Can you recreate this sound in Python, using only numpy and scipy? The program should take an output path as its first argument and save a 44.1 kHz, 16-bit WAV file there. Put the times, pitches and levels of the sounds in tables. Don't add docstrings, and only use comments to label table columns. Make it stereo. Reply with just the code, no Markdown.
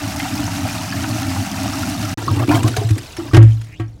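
import sys
import numpy as np
from scipy import signal
from scipy.fft import rfft, irfft
from scipy.io import wavfile
from scipy.ndimage import uniform_filter1d

SR = 44100
rng = np.random.default_rng(int(sys.argv[2]) if len(sys.argv) > 2 else 0)


def log_audio(samples):
    frames = np.atleast_2d(samples).T
    limited = np.clip(frames, -1, 1)
    pcm = np.round(limited * 32767).astype(np.int16)
    wavfile.write(sys.argv[1], SR, pcm)


N = 176400


def undb(db):
    return 10 ** (np.asarray(db) / 20)


def unit(x):
    return x / np.sqrt(np.mean(x ** 2))


def curve(rows):
    return undb(np.interp(np.arange(N) / SR, *np.array(rows).T))


def since(start_s):
    return np.maximum(np.arange(N) / SR - start_s, 0)


def ring(start_s, attack_s, t60_s):
    age_s = since(start_s)
    return (1 - np.exp(-age_s / attack_s)) * np.exp(-np.minimum(np.log(1000) * age_s / t60_s, 40))


def walk(rate_hz):
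    hold = int(SR / rate_hz)
    steps = np.repeat(rng.standard_normal(N // hold + 2), hold)
    return unit(uniform_filter1d(steps, hold)[hold // 2:hold // 2 + N])


def colour(x, points):
    hz, db = np.array(points).T
    bin_hz = np.arange(1025) * SR / 2048
    cepstrum = irfft(np.log(undb(np.interp(np.log(bin_hz + 1), np.log(hz), db))))
    cepstrum[1:1024] *= 2
    cepstrum[1025:] = 0
    return signal.fftconvolve(x, irfft(np.exp(rfft(cepstrum))))[:N]


def butter(x, kind, hz, order):
    return signal.sosfilt(signal.butter(order, hz, kind, fs=SR, output="sos"), x)


def band(x, hz, width_hz):
    b, a = signal.iirpeak(hz, hz / (2 * width_hz), fs=SR)
    return signal.lfilter(b, a, signal.lfilter(b, a, signal.lfilter(b, a, x)))


def stereo(source):
    # frequency in Hz, side gain in dB.
    side_eq = [(60, -9.5), (300, -16.5), (1200, -13.5), (2500, -13), (5000, -9.5), (9000, -1)]
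    mid, side = source(), source()
    return mid + colour(side, side_eq) * np.array([[1], [-1]])


def pipe(x):
    round_trip_s, echo_gain, cutoff_hz = 0.0047, 0.13, 3440
    hz = np.arange(N // 2 + 1) * SR / N
    trip = echo_gain * np.exp(-2j * np.pi * hz * round_trip_s) / (1 + 1j * hz / cutoff_hz)
    return irfft(rfft(x) / (1 + trip), N)


def clicks(per_s, spread_db):
    chance, size, sign = rng.random(N), rng.exponential(size=N), rng.standard_normal(N)
    return unit((chance < per_s / SR) * np.sign(sign) * undb(spread_db * np.minimum(size, 5)))


def bubbles(per_s, low_hz, high_hz, cycles, spread_db):
    out = np.zeros(N + SR)
    for when, size, pitch, life in rng.random((int(per_s * N / SR), 4)):
        hz = low_hz * (high_hz / low_hz) ** pitch
        tau_s = cycles * (0.5 + life) / hz
        t = np.arange(int(min(5 * tau_s, 0.5) * SR)) / SR
        gain = undb(-spread_db * np.log(size + 0.18)) * hz
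        phase = 2 * np.pi * hz * t * (1 + 0.004 * t / tau_s)
        onset = int(when * N)
        out[onset:onset + len(t)] += gain * np.exp(-t / tau_s) * np.sin(phase)
    return unit(out[:N])


def bubble(start_s, hz, t60_s, rise=0.021):
    age_s, attack_s = since(start_s), 0.45 / hz
    swell = 1 - np.exp(-age_s / attack_s)
    phase = 2 * np.pi * hz * age_s * (1 + rise * age_s / t60_s / 2)
    return swell * ring(start_s, attack_s, t60_s) * np.sin(phase)


def air_column(churn, modes):
    return sum(undb(db) * unit(band(churn, hz, width_hz)) for hz, width_hz, db in modes)


def splatter():
    decay_s = 0.002
    impacts = np.abs(clicks(per_s=110, spread_db=3))
    gobs = signal.lfilter([1], [1, -np.exp(-1 / (decay_s * SR))], impacts)
    return unit(np.diff(gobs * rng.standard_normal(N), prepend=0))


def rush():
    # frequency in Hz, gain in dB.
    water_eq = [(240, -27), (400, -18), (512, -58), (616, -10), (777, -1), (1030, -13.5), (1290, -8),
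                (2250, -12), (2670, -10), (3370, -15), (5520, -12.5), (13500, -24), (16000, -28)]
    # frequency in Hz, width in Hz, level in dB before the swell.
    modes = [(100.6, 23.8, -27), (275.4, 37.3, -30), (635, 49, -40), (782, 110, -51)]
    # time in seconds, column gain in dB.
    swell = [(0, 0), (1.5, 0), (1.7, 2.5), (2.14, 5)]
    def water():
        spray = clicks(per_s=4000, spread_db=1) * undb(0.85 * walk(34))
        froth = bubbles(per_s=380, low_hz=580, high_hz=6700, cycles=8.4, spread_db=4)
        echoed = pipe(spray + undb(-8.5) * froth + undb(-6) * splatter())
        return unit(butter(colour(echoed, water_eq), "high", 520, order=4))
    def throb():
        churn = clicks(per_s=990, spread_db=2) * undb(3 * walk(21.75))
        return air_column(churn, modes)
    return undb(-29) * stereo(water) + curve(swell) * stereo(throb)


def burble():
    large = bubbles(per_s=80, low_hz=154.6, high_hz=310, cycles=7.2, spread_db=0.5)
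    small = bubbles(per_s=70, low_hz=609, high_hz=1494, cycles=6, spread_db=2.5)
    return (undb(-28) * butter(large, "low", 360, order=6)
            + undb(-38.5) * butter(small, "high", 590, order=6))


def room():
    # frequency in Hz, level in dB.
    tones = [(120, -74), (312, -52.5)]
    # frequency in Hz, gain in dB.
    noise_eq = [(30, -6.5), (100, 1.5), (300, -21), (600, -26), (16000, -77)]
    hum = sum(undb(db + 2 * walk(9)) * np.sin(2 * np.pi * hz * since(0)) for hz, db in tones)
    return hum + undb(-39.5) * stereo(lambda: unit(colour(rng.standard_normal(N), noise_eq)))


def plops():
    # start in seconds, relative level in dB, pitch in Hz.
    pockets = [(0.199, -15.5, 2044), (0.252, -16.5, 740), (0.477, -17, 905), (0.652, -13.5, 620),
               (0.672, -17, 804), (0.924, -17, 1657), (1.040, -18, 1450), (1.361, -16.5, 780),
               (1.655, -16.5, 640), (1.728, -23, 1260), (1.830, -19, 1380)]
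    out = 0
    for start_s, db, hz in pockets:
        noise = unit(band(rng.standard_normal(N), hz, width_hz=0.8 * hz))
        slap = ring(start_s, attack_s=0.0006, t60_s=0.055) * noise
        tone = bubble(start_s, hz, t60_s=0.093, rise=0.23)
        out += undb(db) * (undb(-4) * tone + undb(-6) * slap)
    return butter(pipe(out), "high", 580, order=4)


def sloshes():
    # start in seconds, length in seconds, froth level in dB, column level in dB.
    slugs = [(2.169, 0.057, -29.5, -22.5), (2.271, 0.098, -32.5, -20), (2.367, 0.075, -25.5, -22.5),
             (2.489, 0.048, -19.5, -18.5), (2.541, 0.038, -20.5, -16), (2.59, 0.021, -30.5, -32),
             (2.643, 0.047, -27.5, -18.5), (2.758, 0.083, -35.5, -28.5), (2.959, 0.012, -42, -24),
             (3.174, 0.12, -37, -29)]
    # frequency in Hz, gain in dB.
    froth_eq = [(300, -3), (480, -12.5), (650, 4), (1100, -2.5), (1700, -9.5), (2700, -13), (4000, -11.5),
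                (12000, -19)]
    # frequency in Hz, width in Hz, relative level in dB.
    modes = [(110.9, 17.4, -2.5), (293, 72, -6), (420, 67, -19.5)]
    def froth():
        swarm = bubbles(per_s=370, low_hz=549, high_hz=3196, cycles=19, spread_db=4.5)
        spray = undb(-0.5) * clicks(per_s=4200, spread_db=0.5)
        return unit(colour(pipe(swarm + spray), froth_eq))
    def throb():
        return air_column(clicks(per_s=900, spread_db=-6.5), modes)
    attack_s, froth_decay_s, column_decay_s = 0.00088, 0.0057, 0.049
    froth_gain = column_gain = 0
    for start_s, length_s, froth_db, column_db in slugs:
        attack = 1 - np.exp(-since(start_s) / attack_s)
        tail_s = since(start_s + length_s)
        froth_gain += undb(froth_db) * attack * np.exp(-tail_s / froth_decay_s)
        column_gain += undb(column_db) * attack * np.exp(-tail_s / column_decay_s)
    splutter = undb(2.5 * walk(70) - 0.7)
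    return stereo(froth) * froth_gain * splutter + stereo(throb) * column_gain


def trickle():
    # frequency in Hz, gain in dB.
    drops_eq = [(240, -42), (400, 2.5), (536, -11), (616, -1.5), (1050, -7), (1420, -9.5), (5350, -11.5),
                (16000, -25.5)]
    # time in seconds, level in dB.
    fade = [(2.18, -35), (2.27, -32.5), (2.4, -36), (2.7, -33), (3.0, -38), (3.3, -42.5), (3.55, -46.5),
            (3.75, -53), (3.9, -60)]
    def drops():
        fizz = bubbles(per_s=360, low_hz=1010, high_hz=12430, cycles=11, spread_db=2)
        tinkle = bubbles(per_s=130, low_hz=2577, high_hz=8660, cycles=11, spread_db=3.2)
        spatter = clicks(per_s=6000, spread_db=1.5) * undb(1.56 * walk(29.97))
        water = spatter + undb(-6) * splatter() + undb(-5) * fizz + undb(-7) * tinkle
        return unit(colour(pipe(water), drops_eq))
    return stereo(drops) * curve(fade)


def glugs():
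    # start in seconds, pitch in Hz, level in dB, T60 in seconds.
    large_bubbles = [(2.280, 1102, -8.5, 0.048), (2.283, 1240, -14.5, 0.063), (2.305, 107, -5, 0.25),
                     (2.482, 290, 1, 0.039), (2.496, 300, -4.5, 0.17), (2.64, 1050, -20, 0.087),
                     (2.741, 1450, -18.5, 0.032), (2.767, 734, -18.5, 0.094), (2.768, 428, -18, 0.13),
                     (2.778, 109.3, -6.5, 0.2), (2.815, 411, -16, 0.1), (2.817, 682, -25, 0.2),
                     (2.845, 111.8, -7, 0.29), (2.906, 103.3, 0, 0.18), (2.903, 312, -16, 0.18),
                     (3.184, 338, -16.5, 0.21)]
    return sum(undb(db) * bubble(start_s, hz, t60_s) for start_s, hz, db, t60_s in large_bubbles)


def bursts(hits, eq, t60_s):
    envelope = sum(undb(db) * ring(start_s, 0.0013, t60_s) for start_s, db in hits)
    def grain():
        impacts = clicks(per_s=9000, spread_db=1.5)
        fizz = bubbles(per_s=1200, low_hz=1200, high_hz=12000, cycles=11, spread_db=1)
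        return unit(colour(pipe(impacts + 0.5 * fizz), eq)) * envelope
    return stereo(grain)


def splats():
    # start in seconds, relative level in dB.
    hits = [(2.361, -28.5), (2.475, -27), (2.513, -22), (2.554, -20.5), (2.629, -22), (2.677, -19.5),
            (2.765, -14.5), (2.889, -26), (2.906, -27.5), (2.979, -24), (3.427, -25.5), (3.644, -44),
            (3.613, -35.5), (3.166, -26.5)]
    # frequency in Hz, gain in dB.
    splat_eq = [(500, 8), (1500, 15), (3000, 10.5), (6000, 6), (11000, 3.5), (16000, -12)]
    return undb(2) * bursts(hits, splat_eq, t60_s=0.048)


def drips():
    # start in seconds, pitch in Hz, level in dB.
    plinks = [(3.177, 5440, -29), (3.313, 1200, -24.5), (3.520, 3140, -33.5), (3.881, 5600, -48)]
    return pipe(sum(undb(db) * bubble(start_s, hz, t60_s=0.038) for start_s, hz, db in plinks))


def knocks():
    # start in seconds, boom level in dB, boom T60 in seconds, wall and crack levels in dB.
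    hits = [(3.334, 1, 0.12, -10.5, -18.5), (3.344, 0.5, 0.16, -5.5, -15.5), (3.367, -2, 0.11, -30, -12.5),
            (3.375, 12.5, 0.42, -2.5, -49), (3.798, -13.5, 0.39, -19.5, -33)]
    # frequency in Hz, relative level in dB, T60 in seconds.
    wall_modes = [(285.7, -15, 0.4), (328.5, 1.5, 0.16), (737, -13.5, 0.12), (1120, -14, 0.15),
                  (1305, -19, 0.18), (1609, -17.5, 0.17), (1870, -16.5, 0.16)]
    # frequency in Hz, gain in dB.
    rattle_eq = [(400, -20), (700, -2), (1400, -10), (2200, -7), (3100, -12), (4200, -31), (16000, -51)]
    crack_eq = [(200, -1.5), (1000, 2), (3000, -6), (4500, -11.5), (8000, -16.5), (16000, -33)]
    boom_hz, sub_hz, boom_attack_s, wall_attack_s = 111.1, 63, 0.004, 0.00011
    ringing, rattles, cracks = 0, [], []
    for start_s, boom_db, boom_t60_s, wall_db, crack_db in hits:
        rad_per_hz = 2 * np.pi * since(start_s)
        boom = np.sin(boom_hz * rad_per_hz) + undb(-16.5) * np.sin(sub_hz * rad_per_hz)
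        ringing += undb(boom_db) * ring(start_s, boom_attack_s, boom_t60_s) * boom
        for hz, db, t60_s in wall_modes:
            detune = 1 + 0.0072 * rng.standard_normal()
            tone = np.sin(hz * detune * rad_per_hz)
            ringing += undb(wall_db + db) * ring(start_s, wall_attack_s, t60_s) * tone
        rattles.append((start_s, wall_db - 19.5))
        cracks.append((start_s, crack_db))
    return ringing + bursts(rattles, rattle_eq, t60_s=0.24) + bursts(cracks, crack_eq, t60_s=0.09)


def squelch():
    # time in seconds, pitch in Hz, level in dB.
    glide = [(3.66, 2000, -53), (3.744, 2300, -41), (3.795, 3800, -55)]
    t = np.arange(N) / SR
    time_s, hz, db = np.array(glide).T
    envelope = undb(np.interp(t, time_s, db)) * (t > time_s[0]) * (t < time_s[-1])
    phase = 2 * np.pi * np.cumsum(np.interp(t, time_s, hz)) / SR
    return envelope * walk(1100) * np.sin(phase)


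def scene():
    gap_start_s, gap_end_s, balance_db = 2.141, 2.174, [[-0.35], [0.35]]
    t = np.arange(N) / SR
    before = uniform_filter1d(1.0 * (t < gap_start_s), size=40)
    after = uniform_filter1d(1.0 * (t > gap_end_s), size=40)
    wall_splats = splats()
    rushing = rush() + plops() + burble()
    emptying = trickle() + wall_splats + drips() + knocks() + squelch()
    mix = before * rushing + after * emptying + (before + after) * (sloshes() + glugs() + room())
    return mix * undb(balance_db)


def record(dry):
    limiter_slope, top_hz = 0.84, 16000
    rms = np.sqrt(np.abs(uniform_filter1d(np.mean(dry ** 2, axis=0), size=800)))
    limited = dry * np.maximum(rms, 1) ** -limiter_slope
    limited = butter(limited, "high", 25, order=1)
    clipped = limited / (1 + limited ** 8) ** (1 / 8)
    return signal.sosfilt(signal.ellip(10, 0.2, 80, top_hz, fs=SR, output="sos"), clipped)


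dry = scene()
out = record(dry)
log_audio(out)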